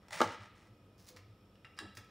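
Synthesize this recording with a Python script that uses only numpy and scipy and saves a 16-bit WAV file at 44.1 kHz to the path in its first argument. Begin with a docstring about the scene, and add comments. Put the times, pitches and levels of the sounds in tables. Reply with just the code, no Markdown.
"""A crisp fried bread is handled on a china plate in a small kitchen, over a low hum and a faint hiss.
First the crust crunches and snaps: dense random fractures, coloured and passed through short resonances.
Then the plate gives a sharp double knock on the counter: impulses excite its damped modes, a crack and a thud.
Weaker crunches follow, then light crackles of finer grains, then small taps that sound short notes.
Soft bumps, made of swelling sines, run throughout; the room and the crockery ring briefly after contacts."""
import sys
import numpy as np
from scipy import signal
from scipy.fft import rfft, irfft
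from scipy.io import wavfile

SR = 44100
rng = np.random.default_rng(int(sys.argv[2]) if len(sys.argv) > 2 else 0)


def persist_wave(psi):
    """Save psi, clipped to +-1, as 16-bit WAV."""
    counts = np.round(np.clip(psi, -1, 1) * 32767).astype(np.int16)
    wavfile.write(sys.argv[1], SR, np.atleast_2d(counts).T)


N = 92610
TIME = np.arange(N) / SR   # s

# Steady background. Room noise spectrum: frequency_hz, density_db
FLOOR_COLOUR = [(15, -61.5), (25, -29), (104, -3), (140, -14.5), (198, -11), (274, -17), (445, -17),
                (703, -22.5), (848, -25.5), (2060, -35), (3340, -33), (4260, -40.5), (5280, -39),
                (5730, -46), (15500, -49)]
# mains hum partials: frequency_hz, rms_level_db
HUM = [(50, -77.5), (100, -79.5), (200, -77), (300, -76.5)]
# crockery tones that linger faintly in the room: centre_hz, width_hz, rms_level_db
LINGER = [(1258, 85, -79), (2480, 18, -84.5), (505, 52, -81.5), (5420, 150, -88)]
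# spectrum of a faint steady hiss, opposite in the two channels: frequency_hz, density_db
SIDE_COLOUR = [(50, -5.5), (300, -1), (1300, 0.5), (3000, -3), (6000, -10.5), (15000, -18.5)]
FLOOR_RMS_DB, SIDE_RMS_DB = -64, -81.5

# reverberation time of the room by band: centre_hz, t60_s
ROOM_T60 = [(100, 0.72), (400, 0.37), (1200, 0.47), (2500, 0.83), (6000, 0.43), (10000, 0.29),
            (16000, 0.16)]
EARLY_T60_S, EARLY_DB, ROOM_DELAY_S = 0.15, 1, 0.0041   # early level is relative to the tail
KNOCK_WET_DB, CRUST_WET_DB, TAP_WET_DB = -11, -9, -7.5   # sends to the room

# after-ring of the crockery, clusters of close, beating tones: centre_hz, width_hz, level_db, t60_s
RIM = [(1275, 123, -12, 1.1), (2430, 20, -18, 1.5), (5450, 200, -23.5, 1.0)]
TAP_RIM_DB, KNOCK_RIM_DB = 10.5, -5.5

# soft bumps through the counter: start_s, length_s, frequency_hz, level_db
BUMPS = [(0.14, 0.058, 169, -58), (0.24, 0.036, 165.8, -47.5), (0.235, 0.078, 103.7, -46),
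         (0.39, 0.054, 101.8, -50.5), (0.70, 0.036, 108.7, -54.5), (0.80, .15, 102.6, -57.5),
         (1.08, 0.12, 505, -60.5), (1.275, 0.074, 103, -52), (1.419, .03, 104.6, -59.5),
         (1.635, 0.033, 121, -57.5), (1.805, 0.049, 306, -52), (1.81, 0.031, 404, -53.5),
         (1.81, 0.13, 199.7, -60), (1.82, 0.052, 100, -52.5), (1.96, 0.06, 100.5, -53.5)]

# light taps, each with a note set by where it lands: start_s, level_db, cutoff_hz, note_hz, note_level_db
TAPS = [(1.1697, -40, 4500, 2190, -55), (1.5555, -49.5, 7000, 2900, -64.5),
        (1.6467, -31.5, 2400, 1950, -54.5), (1.6480, -40, 2400, 1330, -53),
        (1.6512, -35.5, 2960, 2790, -53), (1.7775, -43, 4500, 4940, -53), (1.7889, -26, 15000, 1700, -39.5),
        (1.7902, -30, 11900, 4685, -49), (1.8013, -46, 12000, 3980, -49), (1.971, -32.5, 8000, 1884, -56),
        (1.981, -47, 5000, 2480, -53.5)]
# spectrum of a tap: frequency_hz, density_db
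TAP_COLOUR = [(150, -9), (900, -15.5), (1350, 3.5), (1800, -2.5), (2300, -2), (2800, -10.5), (3300, -1.5),
              (4000, -11), (5500, -2.5), (6400, -23), (7200, -7.5), (9500, -19.5), (11000, -26),
              (15500, -20)]
# short resonances of a tap: frequency_hz, level_db, t60_s
TAP_MODES = [(1330, -18.5, 0.046), (1737, -31, 0.0078), (1993, -29, 0.038), (2790, -23, 0.037),
             (3916, -23, 0.021), (5070, -38, 0.015), (7000, -43, 0.017), (9400, -23.5, 0.011)]
TAP_COLOUR_GAIN_DB, TAP_NOTE_T60_S = 3.0, 0.026

# knocks of the plate on the counter: start_s, body_level_db, crack_level_db, thud_level_db
KNOCKS = [(0.2046, -24, -20.5, -30.5), (0.2063, -14, -33.5, -30.5), (0.2154, -16.5, -10, -2),
          (0.2190, -12.5, -35, -13.5)]
# damped modes of the loaded plate: frequency_hz, level_db, t60_s
PLATE_MODES = [(292, -16.5, 0.036), (387, -12, .04), (506, -15, 0.029), (650, -17, 0.043),
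               (720, -25.5, 0.038), (925, -13.5, 0.037), (1183, -10, 0.015), (1248, -10.5, 0.053),
               (1350, -31.5, 0.01), (2050, -19, .015)]
# spectrum of the hard crack: frequency_hz, density_db
CRACK_COLOUR = [(200, -9), (1000, 9), (2200, -6), (3000, 4), (4500, 0), (7400, -8.5), (8200, -15.5),
                (11000, -19), (15500, -24)]
# spectrum of the counter thud, also used for the drag of the bread: frequency_hz, density_db
THUD_COLOUR = [(60, -32.5), (150, -20.5), (280, 16), (550, 7.5), (1200, 4), (1800, 0.5), (4000, -38.5),
               (16000, -69)]

# crunches of the crust against the plate: start_s, length_s, level_db, cutoff_hz
CRUNCHES = [(0.015, 0.26, -64.5, 1000), (0.107, 0.017, -55, 11100), (0.128, 0.025, -45, 12000),
            (0.168, 0.08, -47, 9630), (0.27, 0.075, -51.5, 3480), (0.40, 0.062, -57, 3000),
            (0.55, .13, -70, 9100), (1.772, 0.013, -58, 2500)]
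# single snaps of the crust: start_s, level_db
SNAPS = [(0.0840, -37), (0.1075, -32), (0.1235, -28), (0.1283, -24.5), (0.1318, -24.5), (0.1410, -28.5),
         (0.1545, -32), (0.1610, -26), (0.1892, -35), (0.1950, -34)]
# spectrum of a crunch: frequency_hz, density_db
CRUNCH_COLOUR = [(100, -20), (450, -9.5), (900, 0.5), (1500, -1), (2050, 1), (2900, -6.5), (5600, -8),
                 (8000, -12), (10500, -16.5), (13000, -37), (15200, -16.5)]
# short resonances of a crunch: frequency_hz, level_db, t60_s
CRUNCH_MODES = [(660, -37, 0.05), (946, -22, 0.0078), (1397, -30, 0.0063), (2010, -29.5, 0.041),
                (2300, -41, 0.0098), (5630, -36, 0.011)]
# faint strokes of fine grains: start_s, length_s, level_db, cutoff_hz
FINE_STROKES = [(0.977, 0.079, -67, 12000), (1.066, 0.019, -58, 14000), (1.084, 0.018, -64, 16000),
                (1.10, .03, -80, 9000), (1.16, 0.016, -53, 3000), (1.765, .022, -62, 3000),
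                (1.955, 0.023, -63, 9000), (1.97, 0.006, -50.5, 7000)]
# crumbs breaking under the fingers: start_s, level_db
CRUMBS = [(0.9815, -51), (1.0663, -45), (1.0868, -36), (1.0882, -34.5), (1.9521, -40), (1.9715, -43),
          (2.0463, -50.5)]
# spectrum of the fine crackle: frequency_hz, density_db
CRACKLE_COLOUR = [(200, -18), (1200, -2.5), (2200, -4), (3000, -6), (5200, 3), (8200, -7), (10500, -5),
                  (13500, -11), (15200, -3.5)]
# soft bread dragging on the plate: start_s, length_s, level_db, cutoff_hz
DRAGS = [(1.09, 0.084, -67.5, 900), (1.80, 0.057, -56, 1190), (1.965, .04, -61, 900)]
CRUNCH_COLOUR_GAIN_DB = -0.5
GRAINS_PER_S, GRAIN_SPREAD_DB = 1400, 3.5   # tiny grains within a stroke
SCATTER_DB, SCATTER_T60_S = 1, 0.035   # chatter that follows a contact

TAP_LOW_HZ, KNOCK_LOW_HZ, CRUNCH_LOW_HZ = 1000, 226, 520   # bass limits of the sources
LOW_CUT_HZ, HIGH_CUT_HZ = 13.6, 15700   # band limits of the whole


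def from_db(db):
    """Level law: decibels to amplitude gain."""
    return 10 ** (np.asarray(db) / 20)


def at_hz(points, hz):
    """Spectral interpolation: read a table on a log-frequency axis."""
    frequency, value = np.transpose(points)
    return np.interp(np.log(np.maximum(hz, 1)), np.log(frequency), value)


def unit(x):
    """Energy normalisation: scale to energy one."""
    return x / np.sqrt(np.sum(x ** 2) + 1e-20)


def through(x, response):
    """Linear superposition: convolve a sound with an impulse response."""
    return signal.fftconvolve(x, response)[:N]


def colour(x, spectrum, size=8192):
    """Minimum-phase filtering: a causal response of unit energy with the given spectral shape."""
    hz = np.arange(size // 2 + 1) * SR / size
    cepstrum = irfft(np.log(from_db(at_hz(spectrum, hz))))
    # folding the cepstrum onto positive time makes the response causal
    cepstrum[1:size // 2] *= 2
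    cepstrum[size // 2 + 1:] = 0
    response = irfft(np.exp(rfft(cepstrum)))
    return through(x, unit(response))


def dull(x, hz):
    """First-order low-pass: a softer contact loses its treble."""
    r = np.exp(-2 * np.pi * hz / SR)
    return signal.lfilter([1 - r], [1, -r], x + 1e-18)


def low_cut(x, hz):
    """Third-order high-pass: remove the bass."""
    high_pass = signal.butter(3, hz, "high", fs=SR, output="sos")
    return signal.sosfilt(high_pass, x + 1e-18)


def dying(t60):
    """Exponential decay: a fall of 60 dB in t60 seconds."""
    return np.exp(-np.log(1000) * TIME / max(t60, 1e-3))


def click(s, db):
    """Ideal impact: one impulse."""
    return from_db(db) * (np.arange(N) == int(s * SR))


def contact(s, db, size=3000):
    """Scattered impact: an impulse with a decaying burst of random chatter behind it."""
    chatter = rng.standard_normal(size) * dying(SCATTER_T60_S)[:size]
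    burst = from_db(SCATTER_DB) * unit(chatter)
    burst[0] += 1
    out, start = np.zeros(N + size), int(s * SR)
    out[start:start + size] = from_db(db) * burst
    return out[:N]


def ring(x, modes, size=6000):
    """Modal resonance: decaying sines set off by x."""
    t = TIME[:size]
    response = sum(from_db(db - 60 * t / t60) * np.sin(2 * np.pi * hz * t) for hz, db, t60 in modes)
    return through(x, response)


def grains(strokes, attack_s, release_s):
    """Granular noise: dense tiny impulses of uneven size and sign, gated by each stroke."""
    sizes = from_db(GRAIN_SPREAD_DB * np.minimum(rng.exponential(1, N), 4))
    signs = rng.choice([-1, 1], N)
    happens = rng.random(N) < GRAINS_PER_S / SR
    impulses = unit(sizes * signs * happens) * np.sqrt(N)   # rms one
    out = np.zeros(N)
    for s, length, db, hz in strokes:
        attack = np.clip((TIME - s) / attack_s, 0, 1)
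        release = np.exp(-np.maximum(TIME - s - length, 0) / release_s)
        out += dull(impulses * from_db(db) * attack * release, hz)
    return out


def cluster(hz, width_hz):
    """Beating: a narrow band of close tones with random phases, rms one."""
    f = np.arange(N // 2 + 1) * SR / N
    band = -2 * ((f - hz) / width_hz) ** 2
    phases = 2j * np.pi * rng.random(len(f))
    return unit(irfft(np.exp(band + phases), N)) * np.sqrt(N)


def background():
    """Stationary sound: coloured room noise, mains hum and faint lingering tones."""
    hum = sum(from_db(db) * np.sqrt(2) * np.sin(2 * np.pi * (hz * TIME + rng.random())) for hz, db in HUM)
    linger = sum(from_db(db) * cluster(hz, width) for hz, width, db in LINGER)
    floor = from_db(FLOOR_RMS_DB) * colour(rng.standard_normal(N), FLOOR_COLOUR)
    return hum + linger + floor


def side_hiss():
    """Opposite polarity: faint coloured hiss, added in one channel and subtracted in the other."""
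    return from_db(SIDE_RMS_DB) * colour(rng.standard_normal(N), SIDE_COLOUR)


def kitchen():
    """Reverberation: dense early reflections and a tail that dies band by band."""
    white, hz = rfft(rng.standard_normal(N)), np.arange(N // 2 + 1) * SR / N
    tail = np.zeros(N)
    for centre, t60 in ROOM_T60:
        # overlapping triangular bands that sum to one
        weight = at_hz([(f, float(f == centre)) for f, _ in ROOM_T60], hz)
        tail += irfft(white * weight, N) * dying(t60)
    early = rng.standard_normal(N) * dying(EARLY_T60_S)
    build = np.clip(TIME / ROOM_DELAY_S - 1, 0, 1)   # silent for one delay, full after two
    return unit(tail * build) + from_db(EARLY_DB) * unit(early * build)


def rim(x):
    """Beating decay: the wavering after-ring of the crockery."""
    response = np.zeros(N)
    for hz, width, db, t60 in RIM:
        tones = unit(cluster(hz, width) * dying(t60))
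        response += from_db(db) * np.sqrt(2 * width / SR) * tones   # wider bands carry more energy
    return through(x, response)


def bumps():
    """Amplitude envelope: dull resonances that swell and fade as the hand shifts its weight."""
    out = np.zeros(N)
    for s, length, hz, db in BUMPS:
        swell = np.sin(np.pi * np.clip((TIME - s) / length, 0, 1))
        out += from_db(db) * swell * np.sin(2 * np.pi * hz * (TIME - s))
    return out


def taps():
    """Impact excitation: small hard touches sound short notes and leave the rim ringing."""
    touches = sum(dull(dull(contact(s, db), hz), hz) for s, db, hz, _, _ in TAPS)
    notes = sum(ring(click(s, db), [(hz, 0, TAP_NOTE_T60_S)]) for s, _, _, hz, db in TAPS)
    noise = from_db(TAP_COLOUR_GAIN_DB) * colour(touches, TAP_COLOUR)
    direct = low_cut(noise + ring(touches, TAP_MODES) + notes, TAP_LOW_HZ)
    return direct + from_db(TAP_RIM_DB) * rim(direct)


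def knocks():
    """Modal impact: each knock rings the plate, with a hard crack and a thud of the counter."""
    body = ring(sum(click(s, db) for s, db, _, _ in KNOCKS), PLATE_MODES)
    crack = colour(sum(contact(s, db) for s, _, db, _ in KNOCKS), CRACK_COLOUR)
    thud = colour(sum(click(s, db) for s, _, _, db in KNOCKS), THUD_COLOUR)
    direct = low_cut(body + crack + thud, KNOCK_LOW_HZ)
    return direct + from_db(KNOCK_RIM_DB) * rim(direct)


def crust():
    """Brittle fracture: coarse crunches on the plate, fine crackle, drag of the soft underside."""
    coarse = grains(CRUNCHES, attack_s=0.0024, release_s=0.0083)
    coarse = coarse + sum(contact(s, db) for s, db in SNAPS)
    fine = grains(FINE_STROKES, attack_s=0.0043, release_s=0.0069)
    fine = fine + sum(contact(s, db) for s, db in CRUMBS)
    drag = grains(DRAGS, attack_s=0.0059, release_s=0.0079)
    noise = from_db(CRUNCH_COLOUR_GAIN_DB) * colour(coarse, CRUNCH_COLOUR)
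    crunch = low_cut(noise + ring(coarse, CRUNCH_MODES), CRUNCH_LOW_HZ)
    return crunch + colour(fine, CRACKLE_COLOUR) + colour(drag, THUD_COLOUR)


def scene():
    """Superposition: all sources sit in the centre; only a faint hiss spreads sideways."""
    tap, knock, bread = taps(), knocks(), crust()
    send = from_db(KNOCK_WET_DB) * knock + from_db(CRUST_WET_DB) * bread + from_db(TAP_WET_DB) * tap
    reverberant = through(send, kitchen())
    mid = background() + bumps() + tap + knock + bread + reverberant
    side = side_hiss()
    return np.array([mid + side, mid - side])


def record(dry):
    """Band limiting: remove the deep bass, and cut the top steeply with an elliptic filter."""
    low_pass = signal.ellip(12, .1, 80, HIGH_CUT_HZ, fs=SR, output="sos")
    return signal.sosfilt(low_pass, low_cut(dry, LOW_CUT_HZ))


dry = scene()
out = record(dry)
persist_wave(out)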